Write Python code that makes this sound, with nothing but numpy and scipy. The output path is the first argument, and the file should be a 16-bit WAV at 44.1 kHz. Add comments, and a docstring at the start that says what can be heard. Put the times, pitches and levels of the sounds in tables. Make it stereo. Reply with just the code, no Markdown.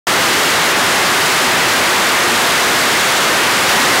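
"""A jet engine at full power in an enclosed test cell: a steady roar of turbulent exhaust, coloured by
the cell's broad resonances, with two faint turbine whines behind it. It overloads the microphone so
heavily that the wave is squared off into a dense, harsh rasp. The sound cuts in abruptly, dulls for an
instant early on and steps up a little near the end."""
import sys
import numpy as np
from scipy import signal
from scipy.fft import rfft, irfft
from scipy.io import wavfile
from scipy.ndimage import uniform_filter1d

SR = 44100
rng = np.random.default_rng(int(sys.argv[2]) if len(sys.argv) > 2 else 0)


def master_out(mix):
    """Clip the mix to full scale and print it as 16-bit PCM to the path in sys.argv[1]."""
    frames = np.transpose(np.atleast_2d(mix))
    ceiling = np.clip(frames, -1, 1)
    pcm = np.round(ceiling * 32767).astype(np.int16)
    wavfile.write(sys.argv[1], SR, pcm)


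N = 176400


def undb(db):
    """Decibels to gain."""
    return 10 ** (np.asarray(db) / 20)


def noise(gain):
    """Noise of rms 1 with the given gain at each frequency."""
    x = irfft(rfft(rng.standard_normal(N)) * gain, N)
    return x / np.std(x)


def drift(rate):
    """Slow random modulation: levels held 1 / rate s and smoothed twice; spread near 1."""
    hold = int(SR / rate)
    steps = np.repeat(rng.standard_normal(N // hold + 1), hold)
    return 1.3 * uniform_filter1d(uniform_filter1d(steps, hold), hold)[:N]


def lowpass(x, hz):
    """The part of a sound under a frequency."""
    return signal.sosfiltfilt(signal.butter(2, hz, fs=SR, output="sos"), x)


def bell(f, centre, width):
    """A resonance curve peaking at 1, with its width taken at half height."""
    return 1 / (1 + (2 * (f - centre) / width) ** 2)


# Blade whines, levels against the roar: (frequency [Hz], width [Hz], level [dB])
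BLADE_WHINES = [(4905, 22, -29), (7130, 45, -29.5)]


def turbine(f):
    """Blade tones, blurred into narrow bands by the flow and the echoing cell."""
    return sum(undb(db) * noise(bell(f, hz, width)) for hz, width, db in BLADE_WHINES)


# Resonances of the test cell: (frequency [Hz], width [Hz], boost [dB])
CELL_RESONANCES = [(245, 40, 1.5), (362, 65, 3.5), (535, 30, 0.5), (910, 40, 0.5), (1217, 50, 2)]


def cell_boost_db(f):
    """The enclosed cell resonates, adding gentle bumps to the roar's spectrum."""
    return sum(db * bell(f, hz, width) for hz, width, db in CELL_RESONANCES)


# Tone curve of the exhaust turbulence: (frequency [Hz], relative level [dB])
EXHAUST_SPECTRUM = [(25, -14), (45, -7), (80, -6.5), (150, -4.5), (300, -3), (620, -2), (850, -0.16),
                    (1250, 0), (1700, 0.26), (2130, -1), (2450, -4.5), (3200, -5.5), (4500, -9.5),
                    (6000, -13.5), (8000, -15.5), (11000, -23), (16000, -45)]


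def exhaust(f):
    """Jet turbulence coloured by the cell; rumble, roar and hiss each swell and sink at random."""
    rumble_edge_hz, hiss_edge_hz = 600, 2800
    surge_db, surges_per_s = 0.65, 9
    hz, db = np.array(EXHAUST_SPECTRUM).T
    colour_db = np.interp(np.log(f), np.log(hz), db) + cell_boost_db(f)
    turbulence = noise(undb(colour_db))
    rumble, body = lowpass(turbulence, rumble_edge_hz), lowpass(turbulence, hiss_edge_hz)
    roar, hiss = body - rumble, turbulence - body
    return sum(band * undb(surge_db * drift(surges_per_s)) for band in (rumble, roar, hiss))


def scene():
    """Exhaust and turbine at one microphone, the same in both ears."""
    f = np.maximum(np.fft.rfftfreq(N, 1 / SR), 1)
    return np.tile(exhaust(f) + turbine(f), (2, 1))


def overload(x):
    """The input clips hard; a low cut then tilts the flat tops and the treble is rounded."""
    drive_db, low_cut_hz, treble_hz = 14, 100, 14000
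    oversampled = signal.resample_poly(x, 2, 1, axis=-1)
    squared_off = np.clip(oversampled * undb(drive_db), -1, 1)
    rasp = signal.resample_poly(squared_off, 1, 2, axis=-1)
    s = 1j * np.fft.rfftfreq(N, 1 / SR)
    return irfft(rfft(rasp) * (s / (s + low_cut_hz)) ** 2 / (1 + s / treble_hz), N)


def treble_dip(x, t, at_s=.742, width_s=.017, depth_db=-5, above_hz=4500):
    """The top end dulls for an instant."""
    lows = lowpass(x, above_hz)
    return lows + (x - lows) * undb(depth_db * np.exp(-((t - at_s) / width_s) ** 2))


def level_step_db(t, at_s=3.692, rise_db=.8, overshoot_db=1.5, settle_s=.014):
    """The level jumps, overshoots and settles slightly louder."""
    return (t > at_s) * (rise_db + overshoot_db * np.exp(-np.abs(t - at_s) / settle_s))


def record(dry):
    """Overload, a brief treble dip, a hard entrance, a late step in level and a steep top cut."""
    start_s, fade_s = .069, .001
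    trim_db, top_cut_hz = -12, 15800
    t = np.arange(N) / SR
    rasp = treble_dip(overload(dry), t)
    entrance = np.clip((t - start_s) / fade_s, 0, 1)
    rasp = rasp * undb(trim_db + level_step_db(t)) * entrance
    top_cut = signal.firwin(601, top_cut_hz, fs=SR, window="blackman")
    return signal.fftconvolve(rasp, top_cut[None], mode="same", axes=-1)


dry = scene()
out = record(dry)
master_out(out)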